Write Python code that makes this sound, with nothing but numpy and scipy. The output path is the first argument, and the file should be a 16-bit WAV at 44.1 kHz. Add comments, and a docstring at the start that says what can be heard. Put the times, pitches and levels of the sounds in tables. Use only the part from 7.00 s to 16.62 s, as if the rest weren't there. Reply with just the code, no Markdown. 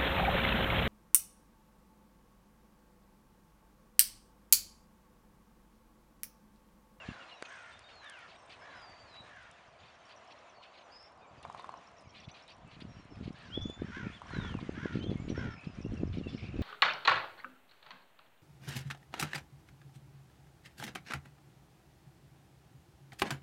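"""A horse's hooves scuff faintly, far off on a sand arena: noise puffs full of short ringing grains. Crows caw
with fluttering harmonics; songbirds whistle, rattle, wheeze and chip with swept and shaken sines. A woodpecker
drums in two bursts, noisy blows through wood resonances, each led by a thin crack. Behind lie distant hum and
leaf hiss; a rising breeze rumbles and pops on the microphone of a handheld camera, whose body ticks now and
then."""
import sys
import numpy as np
from scipy import signal
from scipy.fft import rfft, irfft, next_fast_len
from scipy.io import wavfile
from scipy.ndimage import uniform_filter1d, map_coordinates

SR = 44100
rng = np.random.default_rng(int(sys.argv[2]) if len(sys.argv) > 2 else 0)


def waveform_to_disk(signal):
    """Save audio, clipped to [-1, 1], as 16-bit WAV at the path in sys.argv[1]."""
    frames = np.transpose(np.atleast_2d(signal))
    scaled = np.clip(frames, -1, 1) * 32767
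    samples = np.round(scaled).astype(np.int16)
    wavfile.write(sys.argv[1], SR, samples)


def natural_amplitude(level_db):
    """Convert a level in decibels to a linear amplitude factor, elementwise."""
    exponent = np.asarray(level_db, float) / 20
    return 10 ** exponent


N = 424241  # samples
T = np.arange(N) / SR  # s


def unit(x):
    """Scaled to rms 1."""
    return x / np.sqrt(np.mean(x ** 2) + 1e-20)


def along(points, hz):
    """Reads (Hz, value) points on a log frequency axis."""
    f, v = np.transpose(points)
    return np.interp(np.log(hz + 1), np.log(f + 1), v)


def wobble(rate, n=N):
    """A smooth random curve, rate knots a second."""
    knots = rng.standard_normal(int(n * rate / SR) + 4)
    return map_coordinates(knots, [np.arange(n) * rate / SR])


def filtered(x, response):
    """Shapes x by a response, a function of frequency."""
    m = next_fast_len(len(x) + 8192)
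    return irfft(rfft(x, m) * response(np.fft.rfftfreq(m, 1 / SR)), m)[:len(x)]


def modes(table):
    """Causal response of (Hz, width Hz, dB) resonances, summed with alternating sign."""
    def response(f):
        return sum((-1) ** k * natural_amplitude(db) * 1j * f * width / (centre ** 2 - f * f + 1j * f * width)
                   for k, (centre, width, db) in enumerate(table))
    return response


def noise(spectrum, patchy_db):
    """Coloured noise of rms 1 with time-frequency patches of random gain."""
    z = signal.stft(rng.standard_normal(N + 512), nperseg=512)[2]
    field = uniform_filter1d(rng.standard_normal(z.shape), size=6, axis=0)
    field = uniform_filter1d(field, size=6, axis=1)
    x = signal.istft(z * natural_amplitude(patchy_db * unit(field)), nperseg=512)[1][:N]
    return unit(filtered(x, lambda hz: natural_amplitude(along(spectrum, hz))))


def add(out, s, sound):
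    """Lays a sound into out at time s."""
    part = out[max(round(s * SR), 0):][:len(sound)]
    part += sound[:len(part)]


def phase(hz):
    """A running phase in radians that follows a changing pitch."""
    return 2 * np.pi * np.cumsum(hz) / SR


def phrase(rows):
    """Start time, soft-edged gate and per-sample columns of one call."""
    s, *cols = np.transpose(rows)
    t = np.arange(s[0], s[-1], 1 / SR)
    gate = np.clip(np.minimum(t - s[0], s[-1] - t) / 0.002, 0, 1)
    return s[0], gate, [np.interp(t, s, c) for c in cols]


def note(s, length, first_hz, last_hz, db):
    """A straight pitch glide that swells quickly and fades."""
    crest, start_db, end_db = .3, -1.5, -6.5  # share of the length; levels against the crest
    mid_hz = first_hz + crest * (last_hz - first_hz)
    return phrase([(s, first_hz, db + start_db),
                   (s + crest * length, mid_hz, db),
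                   (s + length, last_hz, db + end_db)])


def air():
    """Distant hum and leaf hiss, each coloured noise drifting in level, over a faint steady tone."""
    # far sounds of the valley: start_s, hum_level_db, hiss_level_db
    valley = [(0, -56, -58.5), (.83, -62, -61.5), (1.77, -57.5, -62), (2.62, -63.5, -63.5),
              (3.27, -59, -62.5), (4.2, -60, -67), (4.61, -57, -64), (5.1, -61.5, -66.5), (6.3, -64, -65),
              (7.3, -63, -59), (8.84, -64.5, -63.5), (9.62, -64.5, -62)]
    # colour of the distant hum: frequency_hz, relative_level_db
    hum_colour = [(35, -29), (60, -15.5), (128, -12.5), (428, -6.5), (692, 3), (874, -2.5), (1020, 0.5),
                  (1490, -11.5), (1600, -17.5), (2080, -49), (3520, -120)]
    # colour of the leaf hiss: frequency_hz, relative_level_db
    hiss_colour = [(710, -25.5), (1200, -0.5), (1530, -1.5), (1720, -1.5), (2030, -3.5), (2760, -5.5),
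                   (5630, -19), (7220, -20.5), (7990, -29.5), (8770, -25.5), (11000, -42.5), (14200, -72),
                   (22000, -120)]
    # the steady tone: pitch_hz, rms_level_db
    drone_hz, drone_db = (78, -83.5)
    s, hum_db, hiss_db = np.transpose(valley)
    hum = natural_amplitude(wobble(8)) * noise(hum_colour, patchy_db=.8)
    hiss = natural_amplitude(1.4 * wobble(14)) * noise(hiss_colour, patchy_db=1.4)
    tone = natural_amplitude(drone_db) * np.sqrt(2) * np.sin(2 * np.pi * drone_hz * T)
    return natural_amplitude(np.interp(T, s, hum_db)) * hum + natural_amplitude(np.interp(T, s, hiss_db)) * hiss + tone


def chorus():
    """Many distant birds: faint short sine glides at random pitches and moments."""
    out = np.zeros(N)
    for when, pitch, slope, long, size in rng.random((420, 5)):
        length_s = .012 + .07 * long ** 2
        u = np.arange(0, 1, 1 / (length_s * SR))
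        hz = 2300 * np.exp(1.15 * pitch)
        glide = 1 + 0.3 * (slope - .6) * u
        level_db = -63 - 12 * pitch - 9 * size  # the higher, the fainter
        add(out, when * N / SR, natural_amplitude(level_db) * np.sin(np.pi * u) * np.sin(phase(hz * glide)))
    return out


def ticks():
    """Plastic creaks of the camera body: noise cracks of a few milliseconds, and a snap that rings it."""
    # clearest creaks: start_s, level_db (before the crack's own gain and bass cut)
    creaks = [(.4239, -49), (.7921, -52.5), (1.044, -59), (1.0974, -45.5), (1.1897, -59.5), (2.5127, -55),
              (4.0277, -63), (4.4283, -56), (5.4794, -60), (5.8042, -65), (6.7012, -58.5)]
    # resonances of the camera body: centre_hz, width_hz, relative_level_db
    shell = [(450, 300, -4), (1550, 130, 0), (1950, 150, -1), (2300, 170, -3), (3800, 2000, -14)]
    # one hard snap that rings the whole body: start_s, peak_db
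    snap_s, snap_db = (.4245, -28)
    out, t = np.zeros(N), np.arange(SR // 40) / SR
    faint = rng.random((90, 2)) * [N / SR, -8] + [0, -66]  # many more, barely heard
    for s, db in [*creaks, *faint]:
        crack = rng.standard_normal(len(t)) * natural_amplitude(-60 * t / 0.0094)
        add(out, s, natural_amplitude(db + 7.0) * filtered(crack, lambda f: 1j * f / (1j * f + 2500)))
    blow = natural_amplitude(-60 * t / .0006) + .15 * natural_amplitude(-60 * t / .015) * rng.standard_normal(len(t))
    ring = filtered(blow, modes(shell))
    add(out, snap_s, natural_amplitude(snap_db) * ring / abs(ring).max())
    return out


def breeze():
    """Eddies push the membrane: lumpy rumble, deep sway and sharp-crested pushes of about one cycle."""
    # breeze strength at the microphone, which each layer offsets: start_s, level_db
    strength = [(0, -67), (.1, -46.5), (.18, -74), (1.1, -70), (1.9, -65.5), (2.1, -68), (2.24, -65),
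                (2.6, -71), (2.85, -68), (3.8, -82), (4.18, -72.5), (4.38, -55.5), (4.55, -63.5),
                (4.96, -71), (5.06, -60.5), (5.14, -62), (5.26, -56.5), (5.38, -72), (5.62, -57.5),
                (5.85, -49.5), (6.05, -57.5), (6.3, -42), (6.4, -56.5), (6.67, -40), (6.75, -54),
                (6.83, -45.5), (7.07, -42), (7.21, -62), (7.34, -40), (7.58, -40.5), (7.75, -46.5),
                (7.98, -39.5), (8.49, -38.5), (8.63, -56), (8.68, -42), (8.73, -51), (8.8, -39),
                (9.1, -39.5), (9.2, -38), (9.5, -44), (9.62, -30.5)]
    # colour of the lumpy rumble: frequency_hz, relative_level_db
    buffet_colour = [(41, -35), (70, 5), (225, 1), (318, -12.5), (397, -10), (856, -22), (1000, -40.5),
                     (1300, -58.5), (2200, -120)]
    # colour of the deep sway: frequency_hz, relative_level_db
    deep_colour = [(12, -24), (30, -11.5), (70, -6.5), (110, -4), (200, -52.5), (400, -120)]
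    # strongest wind pops: centre_s, level_db (before the push shape and low cut), centre_hz
    strong_pops = [(.09, -30, 178), (.118, -41.5, 150), (5.075, -42.5, 90), (5.281, -36.5, 117),
                   (5.65, -42, 110), (5.853, -37.5, 195), (5.998, -44, 203), (6.124, -38.5, 188.4),
                   (6.212, -31.5, 183), (6.26, -32, 124), (6.28, -28, 204), (6.307, -31.5, 181.5),
                   (6.577, -23, 286), (6.658, -24.5, 192), (6.699, -30, 308), (6.821, -23, 278),
                   (6.847, -30, 161), (6.972, -32, 216), (7.033, -30.5, 138), (7.07, -25, 180),
                   (7.337, -30.5, 198), (7.369, -30.5, 250), (7.388, -24, 158), (7.552, -23.5, 190),
                   (7.574, -32, 108), (7.629, -29.5, 189), (7.694, -23.5, 285), (7.778, -34.5, 248),
                   (7.832, -29, 138), (7.858, -21.5, 305), (7.957, -20.5, 212), (7.973, -24, 190),
                   (7.991, -27.5, 195), (8.043, -28.5, 260), (8.07, -27, 249), (8.098, -25.5, 229),
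                   (8.117, -20.5, 210), (8.128, -32, 292), (8.158, -24.5, 170), (8.223, -29.5, 139),
                   (8.281, -28.5, 210), (8.303, -23, 238), (8.318, -28, 255), (8.379, -26.5, 337),
                   (8.394, -35, 324), (8.673, -27, 160), (8.788, -30, 158), (8.851, -26, 180),
                   (8.864, -28.5, 261), (8.922, -30, 222), (8.937, -29, 188), (9.013, -30, 190),
                   (9.035, -18.5, 243), (9.173, -27, 220), (9.185, -24.5, 180), (9.213, -27.5, 219),
                   (9.27, -27, 250), (9.349, -25.5, 188), (9.442, -32.5, 213), (9.595, -23.5, 224)]
    buffet_db, sway_db = -6, -9.5  # both layers over the breeze
    sway_grows = 0.86  # how far the sway follows the swings of the breeze
    eddies_per_s, eddy_hz = 48, 180  # small random pops: rate, middle of the pitch range
    eddy_db, eddy_spread_db = 8, 7  # the strongest over the breeze, and the range below it

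    level_db = np.interp(T, *np.transpose(strength))
    lumps = unit(natural_amplitude(4 * wobble(40) + 2.5 * wobble(12)) * noise(buffet_colour, patchy_db=1.5))
    deep = unit(natural_amplitude(3.6 * wobble(16) + 3.5 * wobble(5)) * noise(deep_colour, patchy_db=0.0))
    deep_db = level_db.max() + sway_grows * (level_db - level_db.max()) + sway_db

    when, size, pitch = rng.random((600, 3)).T
    when = when * 600 / eddies_per_s
    small_db = np.interp(when, T, level_db) + eddy_db - eddy_spread_db * size
    small = np.c_[when, small_db, eddy_hz * np.exp(.8 * (pitch - .5))]
    pops, pushes = [*strong_pops, *small[when < T[-1]]], np.zeros(N)
    for (s, db, hz), (turn, wide) in zip(pops, rng.standard_normal((700, 2))):
        u = np.arange(-2, 2, hz / SR)  # time in cycles
        body = 0.43 * np.exp(-(u / (0.53 + .06 * wide)) ** 2)
        crest = 0.49 * np.exp(-(u / 0.2) ** 2)
        push = (body + crest) * np.cos(2 * np.pi * u + 0.97 * turn)
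        add(pushes, s - 2 / hz, natural_amplitude(db + 3.5) * push)
    pushes = filtered(pushes, lambda f: f ** 2 / (f ** 2 + 60 ** 2))  # low cut
    return natural_amplitude(level_db + buffet_db) * lumps + natural_amplitude(deep_db) * deep + pushes


def woodpecker():
    """Even rolls of beak blows ring a hollow trunk; a thin crack comes just before each blow."""
    # rolls: first_blow_s, end_s, gap_s, level_db (before blow gain and resonance), swell_db over the roll
    rolls = [(4.451, 4.765, .0482, -34, -2.5), (7.218, 7.24, .047, -36, 0), (7.259, 7.615, .0471, -43, 7)]
    # resonances of the hollow wood: centre_hz, width_hz, gain_db
    trunk = [(690, 350, -12.5), (1045, 157, 6), (1800, 63, -35)]
    crack_db, crack_lead_s = -18.5, 0.021
    blows, cracks, t = np.zeros(N), np.zeros(N), np.arange(SR // 100) / SR
    for first, end, gap, db, swell_db in rolls:
        times = np.arange(first, end, gap)
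        levels_db = db + swell_db * (times - first) / (end - first)
        for s, level_db, (size, bright) in zip(times, levels_db, rng.standard_normal((12, 2))):
            blow = natural_amplitude(-60 * t / 0.0095) + 0.38 * natural_amplitude(-60 * t / 0.025) * rng.standard_normal(len(t))
            add(blows, s, natural_amplitude(level_db + 13.5 + 1.5 * size) * blow)
            fade_db = level_db + crack_db + 1.9 * bright - 60 * t / 0.014
            add(cracks, s - crack_lead_s, natural_amplitude(fade_db) * rng.standard_normal(len(t)))
    return filtered(blows, modes(trunk)) + filtered(cracks, modes([(5500, 2200, 0)]))


def wheezes():
    """Wheezy high songs: a tone shaken so fast and wide that it smears into a band."""
    # wheezes: start_s, length_s, first_hz, last_hz, crest_level_db (before random flicker)
    songs = [(0.434, 0.27, 6430, 5850, -68.5), (6.45, 0.3, 5440, 4800, -68.5),
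             (6.61, 0.066, 5500, 6260, -63), (9.28, 0.18, 5180, 5000, -63.5)]
    out = np.zeros(N)
    for row in songs:
        s, gate, (hz, db) = note(*row)
        turn = phase(hz * (1 + 0.066 * wobble(1200, len(hz))))
        add(out, s, gate * natural_amplitude(db + 3.6 * wobble(63.0, len(hz))) * np.sin(turn))
    return out


def small_notes(rows, length_s, sweep, arch, scatter):
    """Tiny sine notes from (s, dB, Hz) rows; sweep, arch and random scatter are shares of the pitch."""
    out = np.zeros(N)
    u = np.arange(0, 1, 1 / (length_s * SR))
    bend = sweep * (u - .5) - arch * (2 * u - 1) ** 2
    for (s, db, hz), off in zip(rows, rng.standard_normal(90)):
        turn = phase(hz * (1 + scatter * off + bend))
        add(out, s - .002, natural_amplitude(db - 5.0) * np.sin(np.pi * u) * np.sin(turn))
    return out


def double_chips():
    """Double high chips: pairs of short rising sweeps 12 ms apart; a few, in step with the woodpecker's second
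    roll, are thin high cracks of its blows."""
    # pairs of short rising sweeps: start_s, first_relative_level_db, second_relative_level_db
    pairs = [(2.941, -70, -60), (3.053, -56, -60), (3.162, -54, -54), (3.275, -56, -68), (3.309, -59, -56),
             (3.387, -57, -74), (3.497, -58, -63), (4.761, -65, -54), (4.872, -52.5, -61),
             (4.968, -60, -74), (4.983, -55, -55), (5.077, -60.5, -70), (5.093, -56, -52.5),
             (5.202, -50, -66), (5.302, -65, -49), (5.423, -55, -56), (5.519, -57, -70), (5.534, -60, -60),
             (6.326, -58.5, -70), (7.268, -54, -68), (7.29, -58, -68), (7.336, -58, -70), (7.43, -58, -68),
             (7.476, -55, -71), (8.751, -57, -66), (8.814, -52.5, -50.5), (8.857, -57, -62),
             (8.939, -53.5, -62), (8.975, -57, -70), (9.073, -58, -59), (9.182, -54.5, -68),
             (9.434, -58, -68), (9.485, -59, -69)]
    sweep_hz, gap_s = 5540, .012
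    rows = [(s + k * gap_s, db, sweep_hz) for s, *pair in pairs for k, db in enumerate(pair)]
    return small_notes(rows, length_s=.009, sweep=.16, arch=0, scatter=.035)


def tseets():
    """Trills of thin high notes, small pitch arches that fade and sag along the trill."""
    # trills: start_s, end_s, first_relative_level_db, first_hz
    trills = [(0.483, .75, -63, 8370), (1.349, 1.61, -68, 8360), (2.2, 2.285, -69.5, 8350)]
    gap_s, fade_db_per_s, sag_hz_per_s = .034, 15, 850
    rows = [(s + late, db - fade_db_per_s * late, hz - sag_hz_per_s * late)
            for s, end, db, hz in trills for late in np.arange(0, end - s, gap_s)]
    return small_notes(rows, length_s=.022, sweep=-.01, arch=.06, scatter=.008)


def rattles():
    """Buzzy notes: a gliding tone chopped and shaken in pitch about 70 times a second."""
    # rattles: start_s, length_s, first_hz, last_hz, crest_level_db (scales a chopped tone of rms 1)
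    buzzes = [(7.041, 0.097, 2320, 2380, -57), (8.563, 0.13, 2324, 2635, -57),
              (9.375, .18, 2320, 2634, -56.5), (9.562, 0.13, 2570, 2720, -59)]
    out = np.zeros(N)
    for row in buzzes:
        s, gate, (hz, db) = note(*row)
        beat = phase(70 * (1 + 0.18 * wobble(40, len(hz))))
        turn = phase(hz * (1 + 0.058 * np.cos(beat) + 0.035 * wobble(195, len(hz))))
        chopped = np.clip(np.sin(beat) + 0.95, 0, 1) * np.sin(turn)
        add(out, s, gate * natural_amplitude(db) * unit(chopped))
    return out


def whistles():
    """Songbird whistles and long gliding songs: sines wavering in pitch and level."""
    # long songs, one list each: start_s, pitch_hz, rms_level_db (before wavering)
    songs = [
        [(.925, 4410, -63), (.995, 4186, -64), (1.079, 3560, -61), (1.102, 3310, -64), (1.191, 2280, -62),
         (1.23, 2100, -70.5)],
        [(1.75, 5124, -69), (1.804, 4950, -65), (1.914, 4590, -63), (2.046, 4650, -69), (2.12, 3970, -65),
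         (2.204, 3870, -54), (2.23, 3873, -77)],
        [(6.49, 2720, -63), (6.518, 2938, -58), (6.534, 3200, -48), (6.562, 3416, -45), (6.83, 3530, -69)],
        [(7.3, 4330, -69), (7.344, 4072, -60.5), (7.464, 3415, -54), (7.61, 2225, -63), (7.72, 1834, -69)],
    ]
    # short whistles: start_s, length_s, first_hz, last_hz, crest_rms_level_db (before wavering)
    short = [(0, 0.085, 2850, 2210, -57), (.01, .14, 7150, 7050, -77), (0.087, 0.032, 2790, 2600, -58.5),
             (.135, 0.043, 3970, 3760, -67), (0.202, 0.048, 2930, 2580, -57),
             (0.263, 0.17, 4257, 3656, -70), (0.308, 0.067, 2990, 2520, -58), (0.317, .11, 5400, 5800, -71),
             (.44, .03, 2480, 2520, -58), (.575, 0.035, 2500, 2460, -58), (0.644, .06, 2080, 2150, -59.5),
             (0.727, 0.052, 3572, 3680, -64), (0.84, .09, 3716, 3640, -62.5), (1.367, 0.1, 5670, 5264, -73),
             (1.59, .065, 5300, 5150, -70), (1.673, 0.14, 3950, 3870, -68), (3.54, .09, 4560, 4220, -71),
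             (3.62, 0.12, 4260, 4650, -71), (3.9, 0.19, 4600, 5100, -68.5), (3.921, 0.16, 4970, 5440, -60),
             (5.88, 0.17, 5620, 5500, -70.5), (6.104, .09, 5390, 5100, -71), (6.632, 0.15, 6700, 7050, -71),
             (6.85, 0.11, 5370, 5720, -71.5), (7.127, .03, 3300, 3620, -56.5),
             (7.148, .035, 3630, 3040, -55.5), (7.999, 0.068, 2985, 3280, -54),
             (8.06, 0.087, 3510, 3270, -59.5), (8.199, 0.092, 7300, 6550, -76),
             (7.982, 0.25, 6170, 6550, -78), (8.16, 0.069, 2130, 2267, -60),
             (8.295, 0.038, 5820, 5600, -59.5), (8.365, 0.043, 5530, 5270, -59.5),
             (8.504, 0.093, 5450, 5050, -67), (8.66, 0.11, 5230, 4760, -73), (8.69, .08, 2830, 2856, -78),
             (8.843, 0.015, 2750, 2755, -54), (8.875, .015, 2780, 2770, -64),
             (8.969, 0.018, 2700, 2700, -55.5), (8.999, .015, 2667, 2600, -57),
             (9.235, 0.025, 2780, 2790, -51.5), (9.268, 0.02, 2690, 2650, -58),
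             (9.28, 0.047, 3510, 3453, -59), (9.333, 0.015, 2745, 2800, -54)]
    out = np.zeros(N)
    for s, gate, (hz, db) in [phrase(rows) for rows in songs] + [note(*row) for row in short]:
        turn = phase(hz * (1 + .009 * wobble(150, len(hz))))
        # +3 dB turns an rms level into a sine's peak
        add(out, s, gate * natural_amplitude(db + 3 + 3.2 * wobble(60, len(hz))) * np.sin(turn))
    return out


def crows():
    """Harmonics and breath noise through a throat, arching up and sagging with a flutter near 60 Hz."""
    # caws: start_s, length_s, crest_share of the length, top_hz, top_level_db (both before the flutter)
    caws = [(-.01, 0.26, .27, 608, -53.5), (0.457, 0.27, .23, 550, -51), (1.016, 0.25, 0.15, 611, -53),
            (1.61, .25, 0.21, 612, -53.5), (2.249, .26, 0.18, 621, -55.5), (6.341, 0.24, 0.27, 647, -57),
            (6.787, 0.18, 0.36, 639.3, -53.5), (6.918, 0.18, .32, 551.6, -46.5),
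            (7.28, 0.25, 0.36, 539, -45.5), (7.739, 0.24, 0.43, 554.4, -46), (8.346, 0.2, .24, 523, -45.5)]
    # colour of the throat: frequency_hz, relative_level_db
    throat = [(400, -40), (1000, -10), (1230, -11), (1380, 0), (1700, 0), (1950, -9), (2150, -7),
              (2600, -17), (3300, -14), (4200, -27), (5800, -26), (7500, -38)]
    rise_hz_per_s, end_hz = 1900, 440  # climbs to the top pitch, then sags to one low note
    start_db, knee_db, end_db = -7, -4, -8  # against the top level
    knee, knee_sag = .58, .62  # share of the length, share of the sag done by then
    out = np.zeros(N)
    for start, length, crest, top_hz, top_db in caws:
        s, gate, (hz, db) = phrase([
            (start, top_hz - rise_hz_per_s * crest * length, top_db + start_db),
            (start + crest * length, top_hz, top_db),
            (start + knee * length, top_hz + knee_sag * (end_hz - top_hz), top_db + knee_db),
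            (start + length, end_hz, top_db + end_db)])
        n = len(gate)
        beat = phase(60 * (1 + 0.097 * wobble(25.1, n)))
        effort = (hz - hz.min()) / np.ptp(hz)  # the flutter is widest at the top of the arch
        pitch = hz * (1 + (.035 + .03 * effort) * np.sin(beat) + .008 * wobble(300, n))
        turn = phase(pitch)
        voice = unit(sum(natural_amplitude(along(throat, k * pitch)) * np.sin(k * turn) for k in range(1, 15)))
        breath = unit(filtered(rng.standard_normal(n), lambda f: natural_amplitude(along(throat, f))))
        mix = .95 * voice + .27 * breath
        flutter = (1 + .36 * np.cos(beat)) * natural_amplitude(1.5 * wobble(30, n))
        add(out, s, natural_amplitude(db) * gate * flutter * mix)
    return out


def hooves():
    """Each footfall sprays sand: a soft puff with a quick start, carrying short ringing grains."""
    # clearest hooves throwing sand: start_s, level_db (before puff and grain shaping), length_s
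    steps = [(.045, -61.5, .1), (.194, -64, 0.017), (.222, -62, 0.014), (.269, -60.5, 0.072),
             (.45, -53, .015), (.709, -64, 0.022), (.885, -58.5, 0.033), (1.276, -60, 0.089),
             (1.494, -54.5, 0.053), (2.14, -60, 0.038), (2.786, -64, .12), (3.089, -58.5, 0.053),
             (3.3, -60, 0.0303), (3.627, -59.5, 0.0162), (3.772, -59.5, 0.026), (4.427, -57.5, .019),
             (4.573, -58.5, .043), (5.142, -57, 0.085), (5.232, -58.5, .021), (5.285, -56, 0.022),
             (5.338, -59, 0.077), (5.478, -56.5, 0.056), (5.706, -60.5, 0.051), (5.802, -54, 0.025),
             (6.23, -59, 0.029), (6.271, -60.5, 0.028), (6.346, -61.5, 0.15), (7.599, -56, .021),
             (7.921, -56, 0.079), (8.024, -54.5, 0.023), (8.099, -61, 0.036), (8.28, -55.5, 0.044),
             (8.641, -60, 0.02), (9.122, -57, 0.076), (9.273, -61, 0.086), (9.377, -57, .036),
             (9.42, -58, .064), (9.56, -63, 0.12)]
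    # colour of the sand: frequency_hz, relative_level_db
    sand = [(800, -35.5), (1800, -4.5), (2500, 1), (4200, -3.5), (5300, -13.5), (7000, -25), (11000, -34)]
    grain_hz, scuff_db = 3500, -60  # grain pitch before scatter; strongest random small scuff
    out, t = np.zeros(N), np.arange(SR // 100) / SR
    small = rng.random((16, 3)) * [N / SR, -8, .03] + [0, scuff_db, .012]
    for s, db, length in [*steps, *small]:
        u = np.arange(SR // 4) / SR / max(length, .008)  # time in puff lengths
        puff = unit(filtered(rng.standard_normal(len(u)), lambda f: natural_amplitude(along(sand, f))))
        add(out, s, natural_amplitude(db - 1.5) * puff * (1 - np.exp(-u / 0.058)) * np.exp(-u ** 3.5))
        count = 3 + round(300 * length)
        for when, pitch, size in rng.random((40, 3))[:count]:
            hz = grain_hz * np.exp(.8 * (pitch - .6))
            grain = np.sin(2 * np.pi * hz * t) * (t / 0.0012) * np.exp(1 - t / 0.002)
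            add(out, s + when * length, natural_amplitude(db - 3.0 - 10.0 * size) * grain)
    return out


def echo(x):
    """Open-air echo: a noise tail in which each frequency dies at its own speed."""
    # echo of barns and trees: frequency_hz, t60_s
    decay = [(300, 0.71), (2000, 0.27), (9000, 0.31)]
    hz, t, z = signal.stft(rng.standard_normal(SR // 2), SR, nperseg=256)
    tail = signal.istft(z * natural_amplitude(-60 * t / along(decay, hz)[:, None]), SR, nperseg=256)[1]
    late = np.pad(x, (300, 0))  # samples of delay
    return signal.fftconvolve(late, tail / np.linalg.norm(tail))[:N]


def scene():
    """Crows, songbirds and woodpecker get the echo; the other layers stay dry."""
    caw = crows()
    high = whistles() + rattles() + double_chips() + tseets() + wheezes() + chorus()
    drum = woodpecker()
    wet = echo(natural_amplitude(-10) * caw + natural_amplitude(-9) * high + natural_amplitude(-9) * drum)
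    return (caw + high + drum + wet + hooves() + air() + breeze() + ticks())[None]


def band_limit(x):
    """A steep low-pass at the top of the band."""
    return signal.sosfilt(signal.butter(12, 11100, fs=SR, output="sos"), x)


def record(dry):
    """The input stage saturates softly and a low sampling rate cuts the top."""
    ceiling = .125  # the loudest pops are rounded off towards this amplitude
    held = dry[0] / (1 + abs(dry[0] / ceiling) ** 4) ** (1 / 4)
    # steep cut at 10600 Hz over a faint full-band leak
    mix = filtered(held, lambda hz: 1 / (1 + (hz / 10600) ** 40) + natural_amplitude(-59))
    return band_limit(mix[None])


dry = scene()
out = record(dry)
waveform_to_disk(out)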